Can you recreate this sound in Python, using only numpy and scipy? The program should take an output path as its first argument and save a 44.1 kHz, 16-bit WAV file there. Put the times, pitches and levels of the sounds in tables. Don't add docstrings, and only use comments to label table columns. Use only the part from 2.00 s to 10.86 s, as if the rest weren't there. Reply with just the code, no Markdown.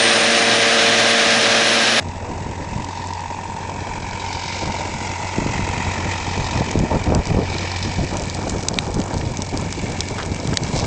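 import sys
import numpy as np
from scipy import signal
from scipy.io import wavfile
from scipy.ndimage import uniform_filter1d, map_coordinates

SR = 44100
rng = np.random.default_rng(int(sys.argv[2]) if len(sys.argv) > 2 else 0)


def generate_wav(sig):
    pcm = np.round(np.clip(np.atleast_2d(sig).T, -1, 1) * 32767).astype(np.int16)
    wavfile.write(sys.argv[1], SR, pcm)


N = 390726


def amp(db):
    return 10 ** (np.asarray(db) / 20)


def evened(x):
    return x / np.sqrt(np.mean(x ** 2) + 1e-20)


def read(points, hz):
    f, value = np.transpose(points)
    return np.interp(np.log(hz + 1), np.log(f + 1), value)


def columns(rows, t):
    s, *values = np.transpose(rows)
    return [np.interp(t, s, v) for v in values]


def add(mix, s, sound):
    part = mix[round(s * SR):][:len(sound)]
    part += sound[:len(part)]


def ring(x, hz, width_hz):
    pole = np.exp((2j * np.pi * hz - np.pi * width_hz) / SR)
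    return 2 * signal.lfilter([1 - abs(pole)], [1, -pole], x).real


def grid(size):
    frames_s = np.arange(4 * N // size + 5) * size / 4 / SR
    return frames_s, np.fft.rfftfreq(size, 1 / SR)


def noise(field_db, patchy_db, flicker_db):
    real, imag, patches = rng.standard_normal((*field_db.shape[::-1], 3)).T
    patches = uniform_filter1d(patches, size=5, axis=0)
    patches = evened(uniform_filter1d(patches, size=6, axis=1))
    flicker = evened(uniform_filter1d(rng.standard_normal(real.shape[1]), size=3))
    level_db = field_db + patchy_db * patches + flicker_db * flicker
    spectra = (real + 1j * imag) * amp(level_db)
    size = 2 * len(real) - 2
    return signal.istft(spectra, nperseg=size, noverlap=3 * size // 4)[1][:N]


def gusts(t):
    # time_s, level_db
    breeze = [(0, -31), (.65, -29.5), (1.2, -35.5), (1.85, -29.5), (2.5, -33.5), (2.75, -27.5), (3.3, -32),
              (4.3, -28.5), (5.2, -25), (5.5, -25.5), (5.8, -30.5), (6.3, -28), (6.45, -23.5), (7.1, -24.5),
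              (7.48, -30), (8.86, -24)]
    # start_s, length_s, starting_level_db, change_by_end_db, tilt_db_per_octave
    gust_rows = [(0.23, 0.27, -28, -8, 1.6), (0.696, 0.11, -21, -6, -1.5), (2.594, 0.11, -22.5, -6.5, 1),
                 (3.343, 0.67, -23, -7.5, 1), (4.003, 0.065, -21, -3, 1.5), (4.341, 0.075, -21, 0.5, -2),
                 (4.499, .12, -24.5, 7.5, 1.5), (4.727, 0.14, -12, -7, -1.2), (4.877, 0.088, -20, 6, 1.5),
                 (5.048, .16, -10, -3, 0), (5.272, 0.16, -14.5, 3.5, -0.5), (5.82, 0.091, -21, -5, 1),
                 (5.95, .1, -19, -0.5, -2.5), (6.092, 0.14, -20, -5.5, 1.2), (6.932, 0.076, -21, -0.5, 2.5),
                 (7.122, 0.2, -20.5, -7, -1), (7.512, 0.2, -19, -10.5, 1.3), (7.792, 0.17, -21.5, -7, 0),
                 (8.22, 0.14, -31, 3, -1), (8.43, 0.25, -22, -8, 0.5), (8.64, 0.33, -24, 3, 0)]
    breeze_tilt_db_per_octave = 2.5
    rise_s, fall_s = 0.036, 0.017
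    power = amp(2 * columns(breeze, t)[0])
    tilted = breeze_tilt_db_per_octave * power
    for s, length_s, db, change_db, tilt_db in gust_rows:
        rise = (t - s) / rise_s
        fall = 1 + (s + length_s - t) / fall_s
        edges = np.clip(np.minimum(rise, fall), 0, 1)
        level_db = db + change_db * np.clip((t - s) / length_s, 0, 2)
        gust_power = (edges ** 2 * amp(level_db)) ** 2
        power = power + gust_power
        tilted = tilted + tilt_db * gust_power
    return np.sqrt(power), tilted / power


def wind():
    # freq_hz, relative_db_per_hz
    buffet = [(8.8, -60.5), (15, -11), (49, 6), (150, 2), (268, -5.5), (776, -13), (893, -13.5),
              (1050, -22.5), (1630, -29.5), (1800, -33), (2340, -51.5), (3960, -120)]
    frames_s, hz = grid(size=512)
    octaves = np.log2((hz[:, None] + 70) / 300)
    field_db = read(buffet, hz)[:, None] + octaves * gusts(frames_s)[1]
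    lumps = noise(field_db, patchy_db=2.5, flicker_db=2.5)
    lumps /= np.sqrt(uniform_filter1d(lumps ** 2, size=8000) + 1e-20)
    return gusts(np.arange(N) / SR)[0] * lumps


def shaking(t):
    # middle_s, half_length_s, added_rattle_db
    swells = [(0.995, 0.17, 6), (2.482, 0.28, 8), (4.5, .5, 4), (5.708, 0.43, 7.5), (6.998, 0.45, 1.5),
              (8.8, .12, 4)]
    rest_db = 1.5
    return rest_db + sum(db * np.exp(-((t - s) / half_s) ** 2) for s, half_s, db in swells)


def machine():
    # time_s, firings_per_s
    speed = [(0.0, 44.82), (1.3, 45.84), (2.7, 45.84), (3.2, 45.5), (3.7, 44.68), (4.3, 45.47),
             (5.7, 45.56), (6.2, 46.36), (6.8, 46.48), (7.4, 46.38), (8.0, 45.77), (8.86, 45.79)]
    # time_s, knock_db, clatter_db, hiss_db, drone_db
    heard = [(0.0, -44, -40.5, -50.5, -31), (0.7, -40, -37, -47, -36.5), (1.1, -36.5, -37.5, -47, -35),
             (1.7, -37.5, -36.5, -46, -36.5), (2.5, -36, -30.5, -42, -35.5), (3.1, -35, -31, -39.5, -34),
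             (3.87, -33, -25.5, -39, -29), (4.56, -33.5, -30.5, -40.5, -29),
             (4.9, -39.5, -31.5, -43.5, -34), (5.7, -39, -29.5, -43, -28), (6.5, -47.5, -37, -42.5, -32.5),
             (7.0, -43, -41, -46.5, -31), (7.9, -46.5, -33, -42, -34.5), (8.3, -47, -36, -44, -31.5),
             (8.86, -40, -33.5, -39.5, -40)]
    # relative_knock_db, relative_roar_db
    pattern = [(0, -3), (-7, 0.5), (-.3, 0)]
    # freq_hz, width_hz, relative_db
    casing = [(928.4, 49, 2), (832, 40, -10), (962, 28, -11), (998, 10, -14.5), (2276, 53, -11.5),
              (2540, 62, -17.5), (2076, 120, -15), (1420, 440, -16)]
    layers_hz = (900, 2200, 4600, 7200)
    # freq_hz, relative_db_per_hz
    roar_spectrum = [(180, -36.5), (300, -18), (740, -15), (928, 0), (996, -20), (1200, -23), (1420, -21),
                     (1800, -14), (2260, -12), (2560, -13.5), (2870, -18.5), (3860, -20.5), (7180, -18.5),
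                     (8150, -24.5), (8750, -44), (11400, -82), (19200, -120)]
    # freq_hz, width_hz, relative_db
    panels = [(4940, 580, 2), (3950, 320, 3)]
    # time_s, delay_ms
    bounce = [(0, 1.08), (1.2, 1.11), (4.0, 1.6), (8.86, 1.8)]
    buzz_over_hiss_db, buzz_db_per_rattle_db = -6.5, 1.22
    drone_waver_db, waver_s = 1, 0.048

    t = np.arange(N) / SR
    turns = .02 + np.cumsum(columns(speed, t)[0]) / SR
    firing, phase = turns.astype(int), turns % 1
    scatter_db = 0.4 * rng.standard_normal((firing[-1] + 1, 2))
    blow, puff = amp(np.array(pattern)[firing % len(pattern)] + scatter_db[firing]).T
    knock_db, clatter_db, hiss_db, drone_db = columns(heard, t)

    kicks = np.diff(firing, prepend=0) * blow
    modes = np.array([amp(db) * evened(ring(ring(kicks, hz, 260), hz, width_hz))
                      for hz, width_hz, db in casing])
    deep = np.transpose(casing)[0] < 1200
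    clatter = np.roll(modes[~deep].sum(axis=0), round(.007 * SR))
    knocks = amp(knock_db) * modes[deep].sum(axis=0) + amp(clatter_db) * clatter

    frames_s, hz = grid(size=512)
    knock, clat, hiss, _ = columns(heard, frames_s)
    levels_db = np.array([knock, clat, hiss + shaking(frames_s), hiss])
    layers = np.arange(len(levels_db))
    place = np.interp(np.log(hz + 1), np.log(layers_hz), layers)
    shares = np.maximum(1 - abs(place[:, None] - layers), 0)
    change_db = levels_db - levels_db.mean(axis=1, keepdims=True)
    roar_db = read(roar_spectrum, hz)[:, None] + shares @ change_db
    roar = noise(roar_db, patchy_db=1.22, flicker_db=1.5)
    gate = 0.66 + puff * np.exp(-phase / 0.27) * np.minimum(phase / 0.13, 1)

    firing_scatter = amp(3.3 * rng.standard_normal(firing[-1] + 1)[firing])
    shake = rng.standard_normal(N) * (gate - .4) * firing_scatter
    sheet = evened(sum(amp(db) * ring(shake, hz, width_hz) for hz, width_hz, db in panels))
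    buzz = amp(hiss_db + buzz_over_hiss_db + buzz_db_per_rattle_db * shaking(t)) * sheet

    direct = knocks + buzz + amp(-32.0) * evened(roar * gate)
    delay = columns(bounce, t)[0] * SR / 1000
    late = map_coordinates(direct, [np.arange(N) - delay], order=3)
    soft = signal.filtfilt(*signal.butter(1, (1000, 3300), "band", fs=SR), late)

    span = max(round(waver_s * SR), 1)
    waver = uniform_filter1d(rng.standard_normal(N), span)
    waver = evened(uniform_filter1d(waver, span))
    drone_level = amp(drone_db + drone_waver_db * waver) * np.sqrt(2)
    drone = drone_level * np.cos(4 * np.pi * turns + 2.4)
    return direct + .45 * soft + drone


def whine():
    # freq_hz, rms_db
    tones = [(7852, -60), (7882, -60), (8118, -63), (8148, -64)]
    t = np.arange(N) / SR
    return sum(amp(db) * np.sqrt(2) * np.sin(2 * np.pi * (hz * t + rng.random())) for hz, db in tones)


def thumps():
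    # start_s, strength_db
    slaps = [(0.0577, -11.5), (0.4663, -9), (2.6343, -11), (3.3833, 3), (3.4629, -0.5), (3.593, -4),
             (3.8028, -10), (4.6079, 3), (4.7553, 7.5), (4.8369, 2), (4.9437, -2), (4.9666, -4),
             (5.0776, -1), (5.122, 13), (5.1309, -11), (5.1971, -3), (5.3462, 3.5), (5.3899, 7.5),
             (5.9923, -13), (7.0015, -8), (7.3913, -7), (8.4523, -6)]
    cycle_ms_at_0_db, quickening_ms_per_db = 4.65, .15
    out = np.zeros(N)
    for s, db in slaps:
        ms = max(cycle_ms_at_0_db - quickening_ms_per_db * db, 1)
        cycles = np.arange(0, 2, 1000 / (ms * SR))
        front = np.minimum(cycles * ms / 1.07, 1)
        fade = np.exp(-cycles / 0.63) * (1 - cycles / 2)
        add(out, s, -amp(db) * front * np.cos(2 * np.pi * cycles) * fade)
    return out


def tick(hz, t60_s, row):
    t = np.arange(len(row)) / SR
    burst = row * amp(-60 * t / max(t60_s, .002))
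    crack = ring(ring(burst, hz, .9 * hz), hz, .9 * hz)
    crack *= np.minimum(t / 0.00055, 1)
    return crack / abs(crack).max()


def flakes():
    # start_s, peak_db, centre_hz
    large = [(0.8455, -18.5, 6100), (1.135, -16, 5450), (2.3296, -20, 4940), (4.713, -9, 6430),
             (4.7905, -12, 5760), (5.041, -17, 5270), (5.149, -2, 7260), (5.255, -11.5, 5670),
             (5.271, -11.5, 6000), (5.5837, -14, 3950), (5.717, -12.5, 4010), (5.8267, -14.5, 5160),
             (6.1696, -11, 6300), (6.1966, -15.5, 6360), (6.221, -16, 7290), (6.236, -20, 4800),
             (6.256, -18, 6600), (6.2988, -7, 6040), (6.3476, -13.5, 6500), (6.4958, -10, 6770),
             (6.6266, -18, 5600), (6.685, 5, 6340), (6.741, -11, 4300), (6.7869, 1, 3320),
             (6.9427, -12.5, 6000), (7.0007, -16.5, 5550), (7.016, -16, 4600), (7.0388, -19, 5490),
             (7.1407, -16, 6600), (7.182, -16, 5920), (7.371, -9, 6900), (7.42, -8, 5970),
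             (7.574, -7.5, 6030), (7.7256, -10, 7340), (7.9204, -15, 6460), (8.006, 0, 4740),
             (8.086, -13.5, 6050), (8.23, -14.5, 3640), (8.2606, -13, 7500), (8.3457, -12.5, 7330),
             (8.3998, -16, 5600), (8.4737, -9.5, 7800), (8.5404, -12, 5900), (8.5717, 6, 4520),
             (8.635, -10, 6150)]
    # time_s, ticks_per_s
    flurry = [(0, 4.9), (4.5, 14), (6, 39), (6.3, 80), (8.86, 98)]
    out = np.zeros(N)
    for (s, db, hz), row in zip(large, rng.standard_normal((len(large), 1024))):
        add(out, s, amp(db) * tick(hz, 0.0081, row))
    rate = columns(flurry, np.arange(N) / SR)[0]
    size_db = -27.0 + 3.26 * np.minimum(rng.exponential(1, N), 3.0)
    hits = amp(size_db) * (rng.random(N) < rate / SR)
    kind = rng.integers(0, 16, N)
    for k, hz in enumerate(np.geomspace(4000, 8400, num=16)):
        small = tick(hz, 0.0031, rng.standard_normal(512))
        out += signal.oaconvolve(hits * (kind == k), small)[:N]
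    return out


def rubs():
    # start_s, length_s, level_before_fades_db, centre_hz
    slides = [(7.211, 0.0087, -28.5, 2000), (8.174, 0.047, -27, 1200), (8.224, .005, -31, 2220),
              (8.531, 0.0089, -25, 1480), (8.747, 0.066, -28, 5000)]
    out = np.zeros(N)
    for (s, length_s, db, hz), row in zip(slides, rng.standard_normal((len(slides), 2, 8192))):
        slips = amp(5.2 * evened(uniform_filter1d(row[1], size=100)))
        n = min(int(length_s * SR), 8192)
        scratch = evened(ring(row[0] * slips, hz, 0.4 * hz)[:n])
        add(out, s, amp(db) * scratch * signal.windows.tukey(n, .4))
    return out


def scene():
    return (wind() + thumps() + machine() + flakes() + rubs() + whine())[None]


def record(dry):
    low_cut_hz, droop_hz, edge_hz = 22, 8200, 8700
    threshold_db, recovery_db_per_s, duck_db_per_db = -15, 48.0, 0.66
    dry = signal.sosfilt(signal.butter(2, low_cut_hz, "high", fs=SR, output="sos"), dry)
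    power_db = 10 * np.log10(abs(uniform_filter1d(dry[0] ** 2, size=600)) + 1e-12)
    fall_db = np.arange(N) * recovery_db_per_s / SR
    held_db = np.maximum.accumulate(power_db + fall_db) - fall_db
    over_db = np.maximum(held_db - threshold_db, 0)
    ducked = dry / amp(duck_db_per_db * uniform_filter1d(over_db, size=300))
    ducked = .8 * np.tanh(ducked / .8)
    rolled = signal.sosfilt(signal.butter(3, droop_hz, fs=SR, output="sos"), ducked)
    band = signal.firwin(255, edge_hz, window=("kaiser", 9), fs=SR)
    return signal.oaconvolve(rolled, band[None], "same")


dry = scene()
out = record(dry)
generate_wav(out)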